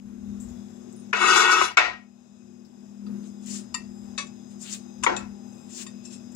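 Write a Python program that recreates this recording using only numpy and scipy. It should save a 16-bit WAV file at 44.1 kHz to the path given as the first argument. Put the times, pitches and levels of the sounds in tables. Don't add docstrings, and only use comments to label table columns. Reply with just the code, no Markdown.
import sys
import numpy as np
from scipy import signal
from scipy.fft import rfft, irfft, next_fast_len
from scipy.io import wavfile
from scipy.ndimage import uniform_filter1d

SR = 44100
rng = np.random.default_rng(int(sys.argv[2]) if len(sys.argv) > 2 else 0)


def volts(x):
    e = np.asarray(x, float) / 20
    return 10 ** e


def dump(signal):
    limited = np.clip(np.atleast_2d(signal).T, -1, 1)
    pcm = np.round(limited * 32767).astype(np.int16)
    wavfile.write(sys.argv[1], SR, pcm)


N = 280413
TIME = np.arange(N) / SR


def at(points, hz):
    f, v = np.transpose(points)
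    return np.interp(np.log(np.maximum(hz, 1)), np.log(f), v)


def colour(x, points):
    n = next_fast_len(x.shape[-1] + 4096)
    log_gain = at(points, np.fft.rfftfreq(4096, 1 / SR)) * np.log(10) / 20
    cepstrum = irfft(log_gain)
    cepstrum[1:2048] *= 2
    cepstrum[2049:] = 0
    impulse = irfft(np.exp(rfft(cepstrum)))
    return irfft(rfft(x, n) * rfft(impulse, n), n)[..., :x.shape[-1]]


def band(x, lo_hz, hi_hz, order=2):
    sos = signal.butter(order, [lo_hz, min(hi_hz, .45 * SR)], "band", fs=SR, output="sos")
    return signal.sosfilt(sos, x)


def ring(x, hz, width_hz):
    return signal.lfilter(*signal.iirpeak(hz, hz / max(width_hz, 1), SR), x)


def unit(x):
    return x / np.sqrt(np.mean(x ** 2))


def walk(rate, size=N):
    k = int(SR / rate)
    held = np.repeat(rng.standard_normal(size // k + 1), k)
    return 0.93 * uniform_filter1d(uniform_filter1d(held, k), k)[:size]


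def grains(size, share, scatter_db):
    u = rng.random((3, size))
    sign = np.sign(u[1] - .5)
    return unit((u[0] < share) * sign * volts(-scatter_db * np.log(1 - u[2])))


def swell(s, db, rise, fall):
    late = TIME[:, None] - s
    return np.sum(volts(db) * np.exp(-(late / np.where(late < 0, rise, fall)) ** 2), axis=1)


def add(out, x, s):
    i = int(s * SR)
    out[i:i + len(x)] += x[:N - i]


# time in seconds, gain in dB.
SLOW_GAIN = [(0, -0.5), (.6, 7.5), (1.2, 8), (1.5, 1.5), (1.9, 0), (2.08, -1.5), (2.7, 3), (3.7, 7.5),
             (4.3, 6.5), (5.0, 6.5), (5.1, 6), (5.6, 7.5), (6.36, 8.5)]


def slow_gain_db():
    return np.interp(TIME, *np.transpose(SLOW_GAIN))


# start in seconds, depth in dB, release in seconds.
DUCKS = [
    (1.114, 6, 0.092),
    (1.751, 13.5, 0.075),
    (5.05, 9.5, 0.11),
]


def gain_db():
    db = slow_gain_db()
    for s, depth_db, release in DUCKS:
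        late = np.maximum(TIME - s - .025, 0)
        db = db - depth_db * np.clip((TIME - s) / .003, 0, 1) * np.exp(-late / release)
    return db


# peak in seconds, casing ring in dB, thud in dB, fall in seconds.
STEPS = [(.09, -43.5, -57.5, 0.12), (0.301, -42.5, -51, 0.17), (.5, -46, -53.5, 0.13),
         (1.26, -62, -56.5, 0.13), (1.65, -70, -53, 0.05), (1.85, -75, -54, 0.11),
         (3.122, -39.5, -84, 0.14), (3.54, -42.5, -71, 0.062), (3.77, -73, -59.5, 0.31),
         (4.11, -68, -57, 0.07), (5.1, -43, -49, 0.11), (5.26, -48, -52.5, 0.069)]


def fridge():
    s, shake_db, thud_db, fall = np.transpose(STEPS)
    rise = .08
    shake, gain = swell(s, shake_db, rise, fall), volts(slow_gain_db())
    noise = rng.standard_normal((5, N))
    casing = np.sin(2 * np.pi * 203 * TIME) * np.sqrt(2) + volts(-6.0) * unit(ring(noise[0], 203, 4.1))
    buzz = np.sin(2 * np.pi * 240 * TIME) * np.sqrt(2) + volts(-6.5) * unit(ring(noise[1], 243, 24))
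    rumble = unit(band(noise[2], 88, 185))
    for hz, db in [(101, -2), (121, -5.5), (152, -1.0)]:
        rumble = rumble + volts(db) * unit(ring(noise[2], hz, 5.1))
    cabinet = unit(band(noise[3], 350, 430))
    for hz, db in [(342, 7.0), (360, 6.0), (385, -18.0)]:
        cabinet = cabinet + volts(db) * unit(ring(noise[3], hz, 5))
    thuds = swell(s, thud_db, rise, fall) + volts(-84.5)
    steps = thuds * unit(band(noise[4], 51, 120, order=3))
    cabinet_level = (volts(-64.0) * gain + volts(-21.5) * shake) * volts(2.0 * walk(3.0))
    return ((volts(-54) * gain + shake) * unit(casing)
            + (volts(-55.5) * gain + volts(-5.0) * shake) * unit(buzz)
            + (volts(-67) * gain + volts(-21) * shake) * unit(rumble)
            + cabinet_level * unit(cabinet) + steps)


# frequency in Hz, level in dB per Hz.
HISS_TONE = [(260, -36.5), (400, -9), (620, 1), (900, -7), (1750, -13), (2800, -17), (3720, -14.5),
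             (4500, -22), (5100, -12.5), (7500, -6), (8300, -19.5), (9600, -26.5), (11000, -40),
             (15800, -58.5)]
# frequency in Hz, width in Hz, level in dB.
FAN = [(800, 40, -6), (2530, 60, -12), (3420, 50, -14), (3700, 70, -15), (5030, 120, -11), (6200, 110, -5),
       (7350, 130, -2)]


def air():
    white = rng.standard_normal((3, N))
    overtones = sum(volts(db + 6.5 * walk(5.7)) * unit(ring(white, f, w)) for f, w, db in FAN)
    hiss_db = -66.5 + 1.2 * walk(11) + 2.5
    hiss = (unit(colour(white, HISS_TONE)) + volts(-7.5) * overtones) * volts(hiss_db)
    whine_db = -79.5 + 3 * np.minimum(TIME, 4) + 0.5 + 2.2 * walk(2.9)
    whine = volts(whine_db) * np.sin(2 * np.pi * 5022 * TIME)
    return volts(-14.5) * hiss[0] + whine, volts(1.0) * hiss[1:]


# frequency in Hz, time to fall 60 dB in seconds.
ROOM_T60 = [(100, .38), (800, 0.23), (1800, 0.26), (12000, 0.18)]


def room(x):
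    t = np.arange(int(.6 * SR)) / SR
    octaves = 100 * 2 ** np.arange(8)
    noise = rng.standard_normal((2, len(t))) * np.clip(t / 0.011, 0, 1)
    tail = sum(band(noise, f, 2 * f) * volts(-60 * t / at(ROOM_T60, 1.4 * f)) for f in octaves)
    return signal.fftconvolve(x[None], tail / np.sqrt(np.sum(tail[0] ** 2)), axes=1)[:, :N]


# start in seconds, peak in dB, pitch in Hz, length in seconds.
TICKS = [(0.401, -45, 7430, 0.039), (0.487, -50.5, 7060, 0.034), (0.926, -46, 7630, 0.0039),
         (0.962, -54, 9360, 0.0052), (0.998, -52.5, 8760, 0.0061), (2.65, -57.5, 5050, .01),
         (3.4603, -41, 7350, 0.004), (4.616, -40, 7640, 0.0046), (5.728, -48.5, 7000, .02),
         (6.319, -50, 7300, 0.011)]


def ticks():
    out, t = np.zeros(N), np.arange(SR // 8) / SR
    for s, db, hz, length in TICKS:
        push = rng.standard_normal(len(t)) * np.exp(-t / max(length, .001))
        tick = unit(ring(ring(push, hz, 1100), hz, 1100)) + volts(-16.5) * unit(band(push, 5000, 15000))
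        add(out, tick * volts(db) / np.abs(tick).max(), s - .001)
    return out


# peak in seconds, level in dB, rise in seconds, fall in seconds.
PEELS = [(3.25, -58, 0.024, 0.045), (3.469, -49.5, 0.007, 0.042), (3.559, -43, 0.089, 0.056),
         (4.525, -60, 0.03, 0.021), (4.68, -43.5, 0.055, 0.086), (4.743, -38, 0.031, 0.019),
         (5.791, -41.5, 0.069, 0.037), (5.829, -45, 0.029, 0.011), (6.055, -52, 0.014, 0.034),
         (6.14, -48.5, 0.031, .022)]
# frequency in Hz, level in dB per Hz.
CRUST = [(600, -58), (1100, -19), (2000, -14.5), (3300, -5), (4500, 1.5), (6000, 1), (7400, 7.5),
         (8500, -6), (10000, -17), (15500, -18)]


def peels():
    rub = rng.standard_normal(N) + volts(-3.5) * grains(N, 0.093, 7.1)
    crust = colour(rub, CRUST) * volts(2.0 * walk(90))
    layers = [unit(band(crust, lo, hi)) for lo, hi in [(700, 3480), (4500, 11200), (9900, 18600)]]
    low, mid, top = (layer * volts(2.5 * walk(35)) for layer in layers)
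    stroke = swell(*np.transpose(PEELS))
    return stroke * (mid + volts(-6.5) * low) + volts(-1.5) * stroke ** 1.3 * top


# time in seconds, level in dB.
DRAG = [(1.145, -34), (1.18, -35), (1.215, -22), (1.3, -19), (1.45, -21.5), (1.56, -22), (1.635, -26.5),
        (1.72, -43)]
PLATE_HZ = [746, 933, 996, 1203, 1280, 1429, 1464, 1576, 1879, 2002, 2175, 2276, 2595, 2921, 3340, 3510,
            3916, 4140, 4480, 4781, 5305, 5676, 5908, 6060, 6200, 6883, 7120, 7485, 8320, 8710, 9280, 9700,
            9950, 10350, 10900, 11350, 11850, 12400]
# width in Hz, dB early in the slide, dB late.
PLATE = [(8, -9, -14), (16, -7.5, -5), (14, -10.5, -7), (28, 0.5, -1.5), (25, -2.5, -7.5), (14, 0, 2),
         (13.9, -2.5, -2), (9, -11, -9.5), (20, -2, -2.5), (14, -11, -10.5), (18.03, 2, -3.5), (14, -5, -1),
         (18, -2, -4.5), (18, -3.5, -10), (40, -16.5, -10.5), (40, -13.5, -12.5), (22, -6.5, -13),
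         (22, -21.5, -17.5), (40.1, -17.5, -15), (12, -7.5, -7.5), (25, -19, -14.5), (13.01, -12.5, -8),
         (13.05, -9.5, -17), (14, -20.5, -16), (14, -23.5, -12), (20, -5, -13.5), (30, -19.5, -14.5),
         (24.8, -18, -14.5), (20, -24, -24), (11, -20, -21), (16, -25.5, -27), (16, -33, -28.5),
         (18, -28, -27.5), (20, -41, -39), (14, -29.5, -38), (16.1, -34, -31), (16, -31, -29),
         (14, -48, -38)]
# frequency in Hz, level in dB per Hz.
GRIT = [(310, -63), (520, -23.5), (738, -4.5), (1410, 1.5), (1750, -11), (2230, -13), (2650, -8.5),
        (3120, -13), (3920, -11.5), (4190, -21.5), (4670, -20.5), (7090, -15.5), (8400, -33), (9300, -56),
        (15000, -85.5)]


def drag():
    s, level_db = np.transpose(DRAG)
    size = int((s[-1] - s[0]) * SR)
    t = np.arange(size) / SR
    db = np.interp(s[0] + t, s, level_db)
    edge_db = -11.5 + 7 * t - 6.0 * np.exp(-t / .05)
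    griddle_db = -13 - 7.5 * t
    slip = grains(size, .3, 1.3) * volts(2.0 * walk(160, size=size))
    moved = np.clip((t - .13) / 0.23, 0, 1)
    modes = np.zeros(size)
    for k, (hz, (width, early, late)) in enumerate(zip(PLATE_HZ, PLATE)):
        mode_db = early + (late - early) * moved + 4.2 * walk(28, size=size)
        modes += (-1) ** k * volts(mode_db) * ring(ring(slip, hz, 1.3 * width), hz, 600)
    body = unit(modes) + volts(1.0) * unit(colour(slip, GRIT))
    griddle = band(ring(slip, 368, 17) + volts(-4) * ring(slip, 430, 50.8), 320, 440)
    edge = unit(band(body, 3600, 15000, order=3)) * volts(3.7 * walk(30, size=size))
    middle = unit(band(body, 650, 3600, order=3))
    out = np.zeros(N)
    add(out, volts(db) * (middle + volts(edge_db) * edge + volts(griddle_db) * unit(griddle)), s[0])
    return out


# frequency in Hz, width in Hz, level in dB.
TIP = [(451.4, 25, -4), (990, 25, -3), (1425, 30, 4), (1880, 30, -8), (2185, 40, 0), (2590, 30, -4),
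       (2925, 30, -5), (3480, 56, -17), (4780, 30, -30), (6000, 56, -28.5), (6880, 36, -20),
       (8200, 36, -49.5)]
CATCH = [(362, 11, -5), (601, 40, -5.5), (1026, 13, 6.5), (2124, 23, -4), (2560, 49, -13.5),
         (6310, 20, -24.5), (7250, 220, -24), (7240, 22, -21), (8320, 50, -41.5)]
DROP = [(1030, 9.1, -21.5), (1395, 30, 0), (1610, 45.8, -5), (1913, 92, -5.5), (2242, 22.3, -0.5),
        (2600, 10, -3.5), (2870, 49, -9), (3630, 11.2, -10.5), (3963, 64, -18), (5600, 46.6, -18),
        (5670, 35.4, -23.5), (7060, 30, -11), (8280, 30, -41.5)]
NUDGE = [(1006, 60, -2), (1260, 55, 0), (2640, 40, -7), (4700, 40, -4), (7200, 60, -13)]
THUD = [(330, 35, -1), (514, 40, 0), (800, 55, -18), (1400, 97, -24)]
RIM = [(1013, 27, -7), (1308, 29, -12), (1859, 18, -5.5), (2010, 68, -6.5), (2420, 15, -11.5),
       (2654, 9, 5.5), (3640, 18, -14), (3960, 30, -22), (4651, 50, -10.5), (5800, 82, -15.5),
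       (5940, 21, -17), (7204, 26, 0.5), (8600, 24, -20), (9600, 64, -27)]
EDGE = [(587, 16, -7.5), (1125, 24, -5.5), (1750, 39, -11), (2260, 30, -6), (2580, 9, -6.5), (3380, 11, -9),
        (3714, 90, -12.5), (4710, 48, -12), (6000, 30, -6), (5830, 77, -12), (6780, 150, -23),
        (7110, 18, -0.5), (8600, 35, -18), (9670, 42, -33)]
TINK = [(1860, 23, -4), (2580, 28, -7.5), (3560, 26, -4), (4550, 23, -12), (5770, 38, -15), (7270, 34, 0.5),
        (8470, 39, -21.5), (11900, 30, -38.5)]
BLADE = [(1050, 38, 3.5), (1700, 6.9, -5), (2570, 16, -8.5), (3700, 32, -7), (4620, 36, -12),
         (5720, 25, -10), (5900, 28, -10), (7120, 16, 1.5), (7980, 57, -9), (8270, 100, -13.5),
         (9260, 44, -21), (10000, 77, -26)]
ROCK = [(364, 20, -9.5), (800, 41, -3), (971, 33, 3.5), (1340, 34, -1), (1870, 82, -7), (2246, 80, -5),
        (2820, 44, -16), (3240, 20, -12), (5910, 81, -35), (6100, 36, -18.5), (7080, 66, -25.5),
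        (8860, 32.4, -54)]
CHINK = [(1090, 50, -10), (1880, 40, -9), (2657, 18, -6.5), (3660, 20, -1), (4680, 37, -10), (5920, 30, -8),
         (7000, 40, -1), (7500, 40, -1), (8500, 24, -1), (9800, 60, -18)]
GRAZE = [(2660, 18, -8), (4160, 24, -7.5), (5000, 31, -15), (5440, 49, -2.5), (7460, 38, 4),
         (7850, 110, -19), (8750, 57, -16), (9860, 29, -36), (10900, 75, -30), (11600, 58, -37)]
REACHED = [TIP, CATCH, DROP, NUDGE, THUD, RIM, EDGE, TINK, BLADE, BLADE, ROCK, TINK, CHINK,
           GRAZE, GRAZE, GRAZE, RIM]
# start in seconds, peak in dB, rattle in seconds, damping factor, room level in dB.
BLOWS = [(1.1287, -10, 0.0083, 1.54, -16.5), (1.612, -9.5, 0.0054, 2.2, -24), (1.77, -5.5, 0.011, 1.8, -13),
         (3.064, -48.5, 0.008, 1.1, -21), (3.091, -42, 0.022, 1.3, -14), (3.742, -19.5, 0.009, 2.04, -9.5),
         (4.177, -20, 0.023, 1.7, -14), (4.267, -43.5, 0.0054, 0.7, -21), (5.027, -33.5, 0.0099, 2.5, -18),
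         (5.035, -15, 0.0096, 4, -24), (5.063, -8.5, 0.0072, 0.68, -14), (5.164, -24, 0.0057, 1.2, -7),
         (5.864, -35, 0.008, 1.2, -10), (6.049, -36.5, .012, 0.78, -10), (6.099, -49, 0.018, 1.3, -14),
         (6.127, -41, 0.022, 1, -7), (6.349, -30.5, 0.0044, 1.9, 2)]
HEAVY = [0, 1, 2, 10]
# frequency in Hz, level in dB per Hz.
SHAKE = [(150, -23.5), (250, -10), (758, -4), (830, 0), (908, -2.5), (1210, -14), (1320, -5.5), (3060, -26),
         (7190, -28), (9000, -56), (12500, -100)]
# frequency in Hz, level in dB per Hz.
BOOM = [(150, -52), (250, -25), (337, -10.5), (529, -13.5), (736, -0.5), (1240, -6), (1680, -8),
        (1890, 0.5), (2040, -5.5), (2550, -9.5), (7190, -25.5), (9000, -48), (12500, -90)]
# frequency in Hz, width in Hz, level in dB.
AFTER_DROP = [(747, 16, -10), (1000, 16, -4), (1277, 11, -2.5), (1396, 12, -2), (1588, 10, -2.5),
              (1900, 10, -3), (2186, 14, -1.5), (2536, 10, -5), (2770, 9.1, -9), (3170, 10, -7),
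              (3510, 14, -15), (4043, 14, -15), (4759, 14, -19.5), (5750, 14, -15.5)]
# frequency in Hz, width in Hz, level in dB.
AFTER_ROCK = [(355, 14, -2.5), (600, 14, -22), (728, 14, -5.5), (894, 16, -4.5), (992, 16, -2.5),
              (1318, 30, -10), (1588, 10, -18), (1667, 10, -14), (1895, 10, -10), (2180, 10, -13),
              (2420, 10, -17), (2670, 8.5, -17)]


def stove(push, rocking):
    t = np.arange(len(push)) / SR
    tone, after = (SHAKE, AFTER_ROCK) if rocking else (BOOM, AFTER_DROP)
    modes = sum(volts(g) * ring(ring(push, f, w), f, 300) for f, w, g in after)
    shake = unit(colour(push, tone)) + volts(-3.5) * unit(modes)
    return unit(shake) * np.exp(-(t / 0.081) ** 1.48) * volts(1.6 * walk(70, size=len(t)))


def blows():
    near, feed, t = np.zeros(N), np.zeros(N), np.arange(SR // 2) / SR
    for k, ((s, db, rattle, damping, room_db), modes) in enumerate(zip(BLOWS, REACHED)):
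        rise = .0022 if k in HEAVY else .0057 if modes is GRAZE else .0013
        noise = rng.standard_normal((2, len(t))) * np.clip(t / rise, 0, 1)
        push = noise[0] * np.exp(-np.maximum(t - rise, 0) / max(rattle, .001))
        rings = unit(sum(volts(g) * ring(push, f, damping * w) * (-1) ** j
                         for j, (f, w, g) in enumerate(modes)))
        lowest, highest = modes[0][0], modes[-1][0]
        crack_tone = [(0.43 * lowest, -45)] + [(f, g) for f, w, g in modes] + [(14000, -48.5)]
        crack = unit(colour(push, crack_tone))
        blow = band(rings + volts(-6.5) * crack, .5 * lowest, 0.86 * highest, order=3)
        if modes is BLADE or modes is RIM:
            blow = blow + volts(-37) * unit(band(push, 9000, 15500))
        top = np.abs(blow).max()
        add(near, volts(db) * blow / top, s - .001)
        if k in HEAVY:
            shake = stove(noise[1], modes is ROCK)
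            add(near, volts(db + room_db - 2.5) * shake, s)
            add(feed, volts(db + room_db - 5) * shake, s)
        else:
            add(feed, volts(db + room_db) * (crack + volts(7.5) * rings) / top, s - .001)
    add(near, volts(-32) * np.sin(2 * np.pi * 1885 * t) * volts(-60 * (t / 0.34) ** 2), 1.775)
    return near, feed


# frequency in Hz, loss in dB.
SHADE = [(60, 9.5), (200, 7.5), (380, 9), (1290, 12), (2380, 13.5), (4400, 14), (7500, 18.5), (9300, 1),
         (15000, 4)]


def scene():
    undo, slow_undo = volts(-gain_db()), volts(-slow_gain_db())
    hit, feed = blows()
    plate = drag() * undo
    soft = (peels() + ticks()) * undo
    hiss, diffuse = air()
    hum = volts(4.5) * fridge() * slow_undo
    hard = plate + hit * undo
    near = volts(6.5) * hard + hum + hiss
    to_room = volts(-3.0) * plate + volts(-1) * feed * undo + volts(-4.0) * soft + volts(-11.5) * hum
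    wide = diffuse + room(to_room)
    direct = near + volts(8.5) * soft
    left = np.roll(direct, 34) + wide[0]
    t = np.arange(SR // 20)
    scatter = rng.standard_normal(len(t)) * np.exp(-t / 1000)
    scattered = signal.fftconvolve(direct, scatter / np.linalg.norm(scatter))[:N]
    bounce = band(scattered, 1600, 23000, order=1)
    right = near + volts(-8.0) * hard + volts(-5.0) * soft + volts(5.0) * bounce + wide[1]
    return np.array([left, colour(right, [(f, -db) for f, db in SHADE])])


def band_limit(x):
    return signal.sosfilt(signal.butter(12, 15850, fs=SR, output="sos"), x)


def record(dry):
    x = dry * volts(gain_db())
    over = np.maximum(np.abs(x) - .7, 0)
    x = np.sign(x) * (np.abs(x) - over + .2 * np.tanh(over / .2))
    top_cut = signal.ellip(8, .2, 70, 15800, fs=SR, output="sos")
    mix = signal.sosfilt(top_cut, x)
    return band_limit(mix)


dry = scene()
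out = record(dry)
dump(out)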